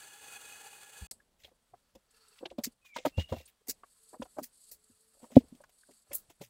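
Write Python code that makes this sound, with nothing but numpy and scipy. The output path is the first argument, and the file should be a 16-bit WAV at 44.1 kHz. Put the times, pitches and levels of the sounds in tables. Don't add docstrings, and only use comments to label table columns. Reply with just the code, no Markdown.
import sys
import numpy as np
from scipy import signal
from scipy.fft import rfft, irfft, next_fast_len
from scipy.io import wavfile
from scipy.ndimage import uniform_filter1d

SR = 44100
rng = np.random.default_rng(int(sys.argv[2]) if len(sys.argv) > 2 else 0)


def attenuation_scalar(level_db):
    decades = np.asarray(level_db, float) / 20
    return 10 ** decades


def dump(signal):
    limited = np.clip(np.atleast_2d(signal).T, -1, 1)
    pcm = np.round(limited * 32767).astype(np.int16)
    wavfile.write(sys.argv[1], SR, pcm)


N = 286341

# start_s, end_s
CUT_S = (1.069, 1.111)


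def rms_one(x):
    return x / np.sqrt(np.mean(x ** 2) + 1e-20)


def in_time(rows):
    s, *columns = np.transpose(rows)
    return [np.interp(np.arange(N) / SR, s, c) for c in columns]


def drift(rate_hz):
    r = np.exp(-80 * np.pi * rate_hz / SR)
    white = rng.standard_normal(N // 40 + 2002)
    slow = signal.lfilter([1], [1, -2 * r, r * r], white)[2000:]
    return np.interp(np.arange(N) / 40, np.arange(len(slow)), rms_one(slow))


def coloured(x, spectrum):
    size = next_fast_len(N)
    hz = np.fft.rfftfreq(size, 1 / SR) + 1
    point_hz, point_db = np.transpose(spectrum)
    gain = attenuation_scalar(np.interp(np.log(hz), np.log(point_hz), point_db))
    return rms_one(irfft(rfft(x, size) * gain, size)[:N])


def resonate(x, hz, width_hz):
    r = np.exp(-np.pi * width_hz / SR)
    return signal.lfilter([(1 - r * r) / 2, 0, (r * r - 1) / 2], [1, -2 * r * np.cos(2 * np.pi * hz / SR), r * r], x)


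def burst(rise_s, t60, closing):
    rise_s, t60 = np.clip(rise_s, 0.0004, 0.05), np.clip(t60, 0.01, 0.4)
    t = np.arange(int((rise_s + t60) * SR)) / SR
    rise = np.sin(np.pi / 2 * np.minimum(t / rise_s, 1)) ** 2
    fall = np.maximum(t - rise_s, 0) / t60
    return t, rise * attenuation_scalar(-60 * ((2 - closing) * fall + closing * fall ** 2))


def add(out, s, x):
    i = round(s * SR)
    out[i:i + len(x)] += x[:N - i]


def chorus(modes, throb_db, wander_db, together):
    white = rng.standard_normal((2, N))
    out = np.zeros(N)
    for k, (hz, width_hz, db) in enumerate(modes):
        band = rms_one(resonate(resonate(white[k % 2], hz, width_hz), hz, 0.88 * width_hz))
        throb = throb_db * (0.85 * together + drift(44))
        out += attenuation_scalar(db + throb + wander_db * drift(6.3)) * band
    return rms_one(out)


def path():
    # time_s, level_db
    path_level = [(0.0, -50), (0.206, -54.5), (0.216, -51), (0.352, -49.5), (0.36, -50.5), (0.514, -50.5),
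                  (0.894, -55), (0.988, -52), (1.065, -54)]
    # pitch_hz, width_hz, level_db
    drone_modes = [(450, 130, -0.5), (819, 79, 6.5), (1400, 210, 3.5), (1680, 73, 8.5), (2520, 70, 8.5),
                   (2860, 220, 3.5), (3387, 95, 3.5), (4470, 460, 4.5), (6270, 98, 3.5), (13800, 500, -6),
                   (14600, 400, -4)]
    # freq_hz, level_db (per Hz)
    hiss_spectrum = [(30, -15.5), (300, -16), (800, -12.5), (3000, -12.5), (4200, -14), (5400, -20.5),
                     (6500, -10), (8500, -6.5), (11000, -16), (16000, -21)]
    level_db, = in_time(path_level)
    throb = drift(36)
    hiss = coloured(rng.standard_normal(N), hiss_spectrum) * attenuation_scalar(1.5 * throb)
    drone = chorus(drone_modes, throb_db=1.9, wander_db=0.8, together=throb)
    return attenuation_scalar(level_db - 4.5) * drone + attenuation_scalar(level_db - 3.5) * hiss


def gate_opening(near):
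    shut_db, span_db, release_db_per_s, smooth_s = -62, 29.5, 127.5, 0.067
    sink = release_db_per_s * np.arange(N) / SR
    level_db = 10 * np.log10(np.abs(uniform_filter1d(near ** 2, size=800)) + 1e-12)
    held_db = np.maximum.accumulate(level_db + sink) - sink
    return uniform_filter1d(np.clip((held_db - shut_db) / span_db, 0, 1), int(smooth_s * SR))


def swells(air_share):
    # start_s, length_s, first_db, last_db, air_db (air let through)
    swell_events = [
        (1.8, 0.17, -96, -96, 13),
        (2.15, 0.24, -76, -71.5, 6),
        (3.883, 0.25, -72, -63.5, -14.5),
        (4.226, .24, -63.5, -72.5, -14),
        (4.538, 0.16, -68.5, -58, -25),
        (4.812, 0.52, -73, -70, -11),
        (5.722, 0.27, -73.5, -67, -18),
        (6.151, 0.099, -60.5, -77, -4.5),
        (6.307, .2, -75, -76, -17),
    ]
    rise_db_per_s, fall_db_per_s = 198, 222
    t = np.arange(N) / SR
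    levels = []
    for s, length, first_db, last_db, air_db in swell_events:
        hold_db = np.interp(t, [s, s + length], [first_db, last_db])
        before_db = rise_db_per_s * np.maximum(s - t, 0)
        after_db = fall_db_per_s * np.maximum(t - s - length, 0)
        levels.append(hold_db - before_db - after_db + air_share * air_db)
    return np.max(levels, axis=0)


def pulses():
    # start_s, peak_db
    flares = [(2.108, -56.5), (2.1655, -54.5), (2.2822, -51), (2.3594, -57), (2.7194, -57.5),
              (3.4555, -46.5), (3.7394, -57.5), (4.0294, -53.5), (4.0894, -55), (4.5545, -55.5),
              (4.638, -49), (4.788, -60), (4.8397, -55.5), (4.9094, -60), (5.006, -53), (5.0419, -65),
              (5.0774, -65), (5.1347, -55), (5.1926, -56.5), (5.4824, -60), (5.6121, -55), (5.7843, -56.5),
              (5.8092, -52.5), (5.9356, -52), (6.0194, -58), (6.412, -47)]
    out = np.zeros(N)
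    for s, db in flares:
        add(out, s - 0.004, attenuation_scalar(db - 10) * burst(0.008, t60=0.078, closing=1.2)[1])
    return out


def cicadas(opening):
    # pitch_hz, width_hz, level_db
    cicada_modes = [(4500, 800, -6), (4280, 2300, -7), (7200, 1100, -6.5), (7950, 780, 1), (8760, 1600, 2),
                    (10000, 2000, -2.5), (11100, 1100, -4.5), (13000, 2500, -11.5)]
    t = np.arange(N) / SR
    singing = np.hypot(attenuation_scalar(swells(0)), pulses())
    settling_db = 52 * np.exp(-np.abs(t - CUT_S[1]) / 0.036)
    resting = attenuation_scalar(-86.5 + np.maximum(12 * opening, settling_db))
    song = chorus(cicada_modes, throb_db=1.2, wander_db=1.2, together=1.8 * drift(25))
    return np.hypot(singing, resting) * song


def thicket_air(opening):
    # freq_hz, level_db (per Hz)
    air_spectrum = [(350, -47.5), (600, -27.5), (698, -16.5), (1070, -6.5), (1140, -8.5), (1350, -8.5),
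                    (2370, -13), (3340, -11), (16000, -21)]
    # freq_hz, level_db (per Hz)
    low_spectrum = [(12, -31.5), (20, 8), (108, -19.5), (225, -15.5), (320, -23.5), (447, -21),
                    (558, -19.5), (900, -25.5), (1170, -47.5), (1980, -120)]
    t = np.arange(N) / SR
    air = coloured(rng.standard_normal(N), air_spectrum) * attenuation_scalar(0.96 * drift(20))
    low = coloured(rng.standard_normal(N), low_spectrum) * attenuation_scalar(0.46 * drift(14))
    air_gain = np.hypot(attenuation_scalar(swells(1) - 5.5), attenuation_scalar(-80 + 4 * opening))
    settling_db = 8.5 * np.exp(-np.abs(t - CUT_S[1]) / 0.83)
    return air_gain * air + attenuation_scalar(-77 + 12.5 * opening + settling_db) * low


def far_insects():
    # pitch_hz, width_hz, level_db
    far_modes = [(438.5, 80, -2.5), (1320, 135, 1.5), (1700, 110, -2.5), (2710, 250, -3.5),
                 (4500, 600, 4.5), (5460, 300, -6), (6260, 900, -5)]
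    return attenuation_scalar(swells(1) - 3) * chorus(far_modes, throb_db=4, wander_db=1.5, together=drift(20))


def thicket(opening):
    # centre_s, depth_db, half_width_s
    ducks = [
        (2.57, 5, .06),
        (2.77, 6, 0.063),
        (3.56, 0, 0.052),
        (6.341, 1, 0.059),
    ]
    t = np.arange(N) / SR
    duck_db = sum(db * np.maximum(1 - np.abs(t - s) / half_s, 0) for s, db, half_s in ducks)
    return attenuation_scalar(-duck_db) * (cicadas(opening) + thicket_air(opening) + far_insects())


def whistles(calls, partials, wobble, flutter_db):
    out, shake, flutter = np.zeros(N), drift(110), drift(45)
    for rows in calls:
        hz, db = in_time(rows)
        start, end = rows[0][0], rows[-1][0]
        fade = np.interp(np.arange(N) / SR, [start - 0.01, start + 0.006, end - 0.01, end + 0.018], [0, 1, 1, 0])
        phase = 2 * np.pi * np.cumsum(hz * (1 + wobble * shake)) / SR
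        tone = sum(attenuation_scalar(partial_db) * np.sin(k * phase) for k, partial_db in partials)
        out += np.sqrt(2) * fade * attenuation_scalar(db + flutter_db * flutter) * tone
    return out


def fly():
    # time_s, pitch_hz, level_db
    fly_passes = [
        [(2.14, 465, -82), (2.2, 452, -82), (2.35, 405, -87)],
        [(3.72, 460, -84), (3.82, 450, -90)],
        [(4.0, 440, -84), (4.12, 450, -86)],
        [(4.27, 420, -85), (4.35, 430, -86)],
        [(4.66, 433, -86), (4.98, 428, -86), (5.03, 445, -81), (5.17, 445, -86)],
    ]
    return whistles(fly_passes, [(0.5, -10), (1, 0)], wobble=0.014, flutter_db=2.5)


def echoes(x, taps):
    out = x.copy()
    for s, db in taps:
        add(out, s, attenuation_scalar(db) * x)
    return out


def bird():
    # time_s, pitch_hz, level_db
    bird_calls = [
        [(2.81, 2560, -98), (2.86, 2470, -62), (2.92, 2340, -68.5), (2.97, 2130, -52.5), (2.99, 2070, -76)],
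        [(3.125, 2680, -74), (3.165, 2755, -60.5), (3.2, 2857, -42.5), (3.235, 2860, -65.5), (3.3, 2860, -67),
         (3.312, 2760, -74.5), (3.335, 2790, -60), (3.37, 2720, -69), (3.42, 2730, -72)],
    ]
    calls = whistles(bird_calls, [(1, 0)], wobble=0.009, flutter_db=5)
    return echoes(calls, [(0.017, -9), (0.036, -16), (0.058, -21), (0.09, -25)])


def leaves():
    # start_s, peak_db, low_band_db, top_band_db, t60_s
    crushed = [(1.434, -63, 5, -11, 0.04), (1.4444, -66.5, 4.5, -3, 0.14), (2.3837, -64.5, 3, -16, 0.044),
               (2.4557, -65, 11, -25, 0.04), (2.5007, -68.5, 4, -18, 0.081), (2.582, -62.5, 4.5, -3, 0.077),
               (2.663, -60, 3, -1, 0.1), (2.9621, -43, 1.5, -11, 0.056), (2.9824, -53, 4, -34, 0.038),
               (3.052, -46, 4, -2.5, 0.12), (3.1727, -54, 2.5, -8.5, 0.21), (3.195, -58, 0, -6, 0.18),
               (3.2904, -62, 1.5, -3, 0.49), (3.3228, -55.5, 2.5, -14, 0.1), (3.3665, -65, 2.5, -2.5, 0.26),
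               (3.4075, -63.5, 3.5, -8.5, 0.05), (3.476, -66.5, 3.5, 6, 0.095),
               (5.356, -52.5, 3.5, -4.5, 0.16), (6.4088, -62.5, 6, 0, 0.16)]
    scuffed = [(1.391, -67, -6, -9, 0.32), (1.9514, -62.5, -4, -8, 0.05), (2.8485, -59, -7, -12, 0.19),
               (2.9454, -51.5, -7.5, -23, 0.31), (4.2217, -51, -2.5, -16, 0.041),
               (4.4544, -71, -13, -3, 0.066), (5.2195, -63.5, -7, -11, 0.23),
               (5.3098, -58.5, -7.5, -13, 0.24), (5.5474, -68, -4, -9, 0.07), (5.6371, -61, -9, -13, 0.032),
               (5.6925, -67, -6, -5.5, 0.045), (5.9098, -62.5, -6.5, -12.5, 0.06),
               (6.1135, -57, -6.5, -22, 0.19), (6.2973, -53.5, -8, -11, 0.082),
               (6.4182, -51, -8.5, -11, 0.14), (6.44, -56, -15, -10, 0.11)]
    brushed = [(1.112, -37, -18, -13, .018), (2.628, -61, -19, -12, .03), (2.6373, -23.5, -23, -14, 0.091),
               (3.67, -49.5, -14, -7, 0.045), (3.6828, -34.5, -22, -5.5, 0.062),
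               (3.695, -25.5, -24.5, -9.5, 0.07), (3.71, -41, -19, -12, 0.045),
               (3.722, -53, -16, -20, 0.078), (4.253, -62, -11, -25, 0.052), (4.3839, -48, -16, -11, 0.084),
               (4.428, -40.5, -19, -5.5, 0.13), (4.436, -41.5, -18, -6.5, 0.05),
               (4.7135, -44.5, -21, -4.5, 0.12), (6.1305, -42.5, -15, 1, 0.061), (6.143, -45, -23, 10, .07),
               (6.149, -41, -22, 9, 0.057), (6.16, -50.5, -20.5, 2, 0.11), (6.175, -55.5, -20.5, 1, 0.13)]
    cracks = rng.standard_normal(N) * attenuation_scalar(2.4 * drift(210))
    bands = []
    for edges_hz in ((1800, 4600), (3900, 7440), (10200, 20800)):
        band_pass = signal.butter(3, edges_hz, "band", fs=SR, output="sos")
        bands.append(rms_one(signal.sosfilt(band_pass, cracks)))
    clumps = np.zeros(N)
    for hz in (2100, 2750, 3300, 3700, 4200, 4800):
        clumps += attenuation_scalar(5 * drift(30)) * resonate(cracks, hz, 400)
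    bands[0] = rms_one(attenuation_scalar(-4) * bands[0] + rms_one(clumps))
    powers = np.zeros((3, N))
    for rows, quickest_rise_s in ((crushed, 0.0045), (scuffed, 0.0045), (brushed, 0.0037)):
        for s, db, low_db, top_db, t60 in rows:
            rise_s = quickest_rise_s + 0.065 * max(t60 - 0.1, 0)
            t, envelope = burst(1.78 * rise_s, t60, closing=1.145)
            for power, band_db in zip(powers, (low_db + 3.5, -8, top_db + 4.5)):
                add(power, s - 0.66 * rise_s, (attenuation_scalar(db + band_db) * envelope) ** 2)
    return (np.sqrt(powers) * bands).sum(axis=0)


def rubbing(fibres, s, size, hz, upper_db):
    noise = fibres[round(s * SR) - 4096:][:size + 4096]
    main = resonate(noise, hz, 0.45 * hz)
    lower = None
    noise = main + attenuation_scalar(-5) * resonate(noise, 0.62 * hz, 0.3 * hz) + attenuation_scalar(upper_db) * resonate(noise, 1.7 * hz, 0.5 * hz)
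    low_pass = signal.butter(3, 1.8 * hz, fs=SR, output="sos")
    return rms_one(signal.sosfilt(low_pass, noise)[4096:])


def knocks(rows, rise_cycles, sag, rough):
    out, fibres = np.zeros(N), rng.standard_normal(N + SR)
    for s, db, hz, t60 in rows:
        t, envelope = burst(rise_cycles / hz, t60, closing=0.93)
        tone = np.sin(2 * np.pi * hz * (t - sag * t * t))
        crumble = rough * rubbing(fibres, s, len(t), hz, upper_db=-7)
        add(out, s - 0.594 * rise_cycles / hz, attenuation_scalar(db) * envelope * (tone + crumble))
    return out


def footsteps():
    # start_s, peak_db, pitch_hz, t60_s
    thumps = [(1.02, -33.5, 66.6, 0.09), (1.439, -62.5, 80, 0.21), (1.727, -65.5, 129, 0.17),
              (1.945, -60, 56, 0.15), (2.499, -58, 62.4, 0.19), (2.585, -52, 147, 0.12),
              (2.659, -55, 131, 0.067), (3.055, -58, 139, 0.12), (3.178, -20.5, 90, 0.16),
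              (3.319, -29, 95, 0.09), (3.366, -42.5, 85, 0.2), (3.694, -65, 55, 0.21),
              (4.209, -54, 59.2, 0.34), (4.714, -68.5, 71, 0.29), (4.909, -69.5, 94, 0.21),
              (5.408, -54, 82.5, 0.3), (5.519, -55, 149.3, 0.05), (6.098, -58, 71.8, 0.11),
              (6.289, -63, 94.2, 0.091), (6.403, -55.5, 142, 0.32)]
    return knocks(thumps, rise_cycles=0.9, sag=1.5, rough=0.2)


def branches():
    # start_s, peak_db, pitch_hz, t60_s
    branch_hits = [(1.021, -52, 191, 0.21), (1.96, -57, 223, 0.1), (2.456, -46, 383, 0.11),
                   (2.511, -54, 386, 0.26), (2.586, -30, 243, 0.07), (2.671, -37, 251, 0.069),
                   (2.965, -51, 280, 0.084), (3.062, -22.5, 297, 0.066), (3.185, -29.5, 192, 0.053),
                   (3.325, -33, 253, 0.12), (3.686, -45, 272, 0.12), (4.199, -34.5, 233, 0.067),
                   (4.221, -42, 253, 0.057), (4.385, -39, 293, 0.11), (4.416, -40.5, 270.2, 0.1),
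                   (4.9, -59.5, 249, 0.075), (5.23, -49, 251, 0.1), (5.321, -48, 255, 0.096),
                   (5.399, -46, 253, 0.094), (5.439, -50.5, 277, 0.049), (5.524, -42, 255, 0.057),
                   (5.549, -53, 264, 0.045), (5.889, -59, 276, 0.19), (6.112, -54, 283, 0.054),
                   (6.409, -45.5, 190, 0.063), (5.356, -34.5, 228, 0.051), (5.3821, -21, 243, 0.028),
                   (3.7, -52.5, 328, .06)]
    return knocks(branch_hits, rise_cycles=1.9, sag=1.5, rough=0.25)


def hollow_log():
    # pitch_hz, peak_db, rise_s, t60_s
    log_modes = [
        (185, -5, .0059, .016),
        (256, -1.5, .008, .06),
        (293, -3, .0012, .045),
        (518, -7, .0035, .036),
        (774, -24.5, .007, .025),
    ]
    out = np.zeros(N)
    for hz, db, rise_s, t60 in log_modes:
        t, envelope = burst(rise_s, t60, closing=0.14)
        add(out, 5.366, attenuation_scalar(db) * envelope * np.sin(2 * np.pi * hz * t))
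    out = signal.sosfilt(signal.butter(3, 1000, fs=SR, output="sos"), out)
    return 1.1 * out / np.abs(out).max()


def twigs():
    # start_s, peak_db, pitch_hz
    dry_twigs = [(1.112, -50.5, 459), (1.48, -60.5, 724), (1.514, -58, 514), (1.737, -47, 713),
                 (2.409, -46, 530), (2.429, -35, 509), (2.455, -38, 658), (2.513, -42, 532),
                 (2.665, -51, 430), (3.053, -18.5, 560), (3.056, -46, 714), (3.061, -26.5, 547),
                 (3.404, -50.5, 523), (3.687, -46, 460), (4.133, -43.5, 699), (4.141, -40, 635),
                 (4.163, -53, 493), (4.222, -35, 522), (4.254, -49, 740), (4.377, -49, 550),
                 (4.384, -28, 608), (5.149, -66.5, 544), (5.17, -62, 560), (5.2, -65, 600),
                 (5.218, -60, 600), (5.262, -60, 580), (5.281, -69, 600), (5.322, -48, 600),
                 (5.44, -57, 450), (6.07, -65, 600), (2.995, -51, 520), (3.61, -65, 430), (4.39, -40, 750),
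                 (5.357, -41, 705), (5.604, -51, 580), (5.691, -65.5, 733), (5.89, -52.5, 577),
                 (5.907, -59, 407), (6.111, -40.5, 553), (6.301, -52.5, 689)]
    green_stems = [(1.445, -55, 550), (1.952, -49, 530), (2.584, -34, 578), (2.983, -41, 506),
                   (3.18, -30, 528), (3.294, -48, 630), (3.323, -24, 530), (3.365, -47, 686),
                   (3.671, -56.5, 733), (4.368, -42, 597), (4.716, -61, 485), (5.23, -46, 513),
                   (5.305, -48, 525), (5.405, -47, 470), (4.13, -56, 450), (6.3, -62, 300),
                   (6.131, -46.5, 582), (6.412, -40.5, 563)]
    splinters = [(1.201, -56.5, 1656), (1.446, -40.5, 3230), (2.456, -31, 2750), (2.849, -61, 1096),
                 (2.962, -29, 956), (2.968, -38.5, 1044), (3.196, -37, 3250), (3.29, -53, 3400),
                 (3.835, -44, 1140), (3.836, -53, 754), (6.4, -62, 1500), (4.219, -34.5, 987),
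                 (3.053, -23, 920), (4.385, -34, 750), (5.242, -48.5, 944), (5.639, -51, 1067),
                 (5.833, -60, 1530), (6.116, -42.5, 2150), (2.36, -65, 1400), (2.36, -60, 2600),
                 (2.387, -55.5, 2800), (2.503, -52, 3250), (2.985, -43, 3400), (3.062, -29, 960),
                 (2.458, -38, 3500), (3.18, -46, 3400), (3.21, -44, 3500), (3.3, -52, 3300),
                 (1.115, -58, 1300), (4.224, -46, 2400), (4.143, -54, 1050), (4.388, -56, 1810),
                 (5.638, -53, 1490), (5.605, -55.5, 950)]
    rough = 0.4
    out, fibres = np.zeros(N), rng.standard_normal(N + SR)
    for rows, rise_s, t60 in ((dry_twigs, 0.0051, 0.056), (green_stems, 0.0036, 0.095), (splinters, 0.003, 0.04)):
        for s, db, hz in rows:
            t, envelope = burst(1.6 * rise_s, 0.95 * t60, closing=1.2)
            noise = rubbing(fibres, s, len(t), hz, upper_db=-29)
            if hz > 1300:
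                noise = rms_one(resonate(noise, hz, 0.3 * hz))
            ring = np.sin(2 * np.pi * hz * t) * (hz < 1800)
            add(out, s - 0.87 * rise_s, attenuation_scalar(db) * envelope * ((1 - rough) * ring + rough * noise))
    return out


def scene():
    t = np.arange(N) / SR
    on_path, in_thicket = t < CUT_S[0], t > CUT_S[1]
    walker = footsteps() + branches() + hollow_log() + twigs() + leaves()
    animals = bird() + fly()
    ambience = path() * on_path + thicket(gate_opening(walker)) * in_thicket
    return ((walker + animals + ambience) * (on_path | in_thicket))[None]


def band_limit(x):
    return signal.sosfilt(signal.butter(12, 16550, fs=SR, output="sos"), x)


def record(dry):
    x = signal.sosfilt(signal.butter(2, 52, "high", fs=SR, output="sos"), dry)
    x = signal.sosfilt(signal.cheby2(20, 70, 16250, fs=SR, output="sos"), x)
    return band_limit(x)


dry = scene()
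out = record(dry)
dump(out)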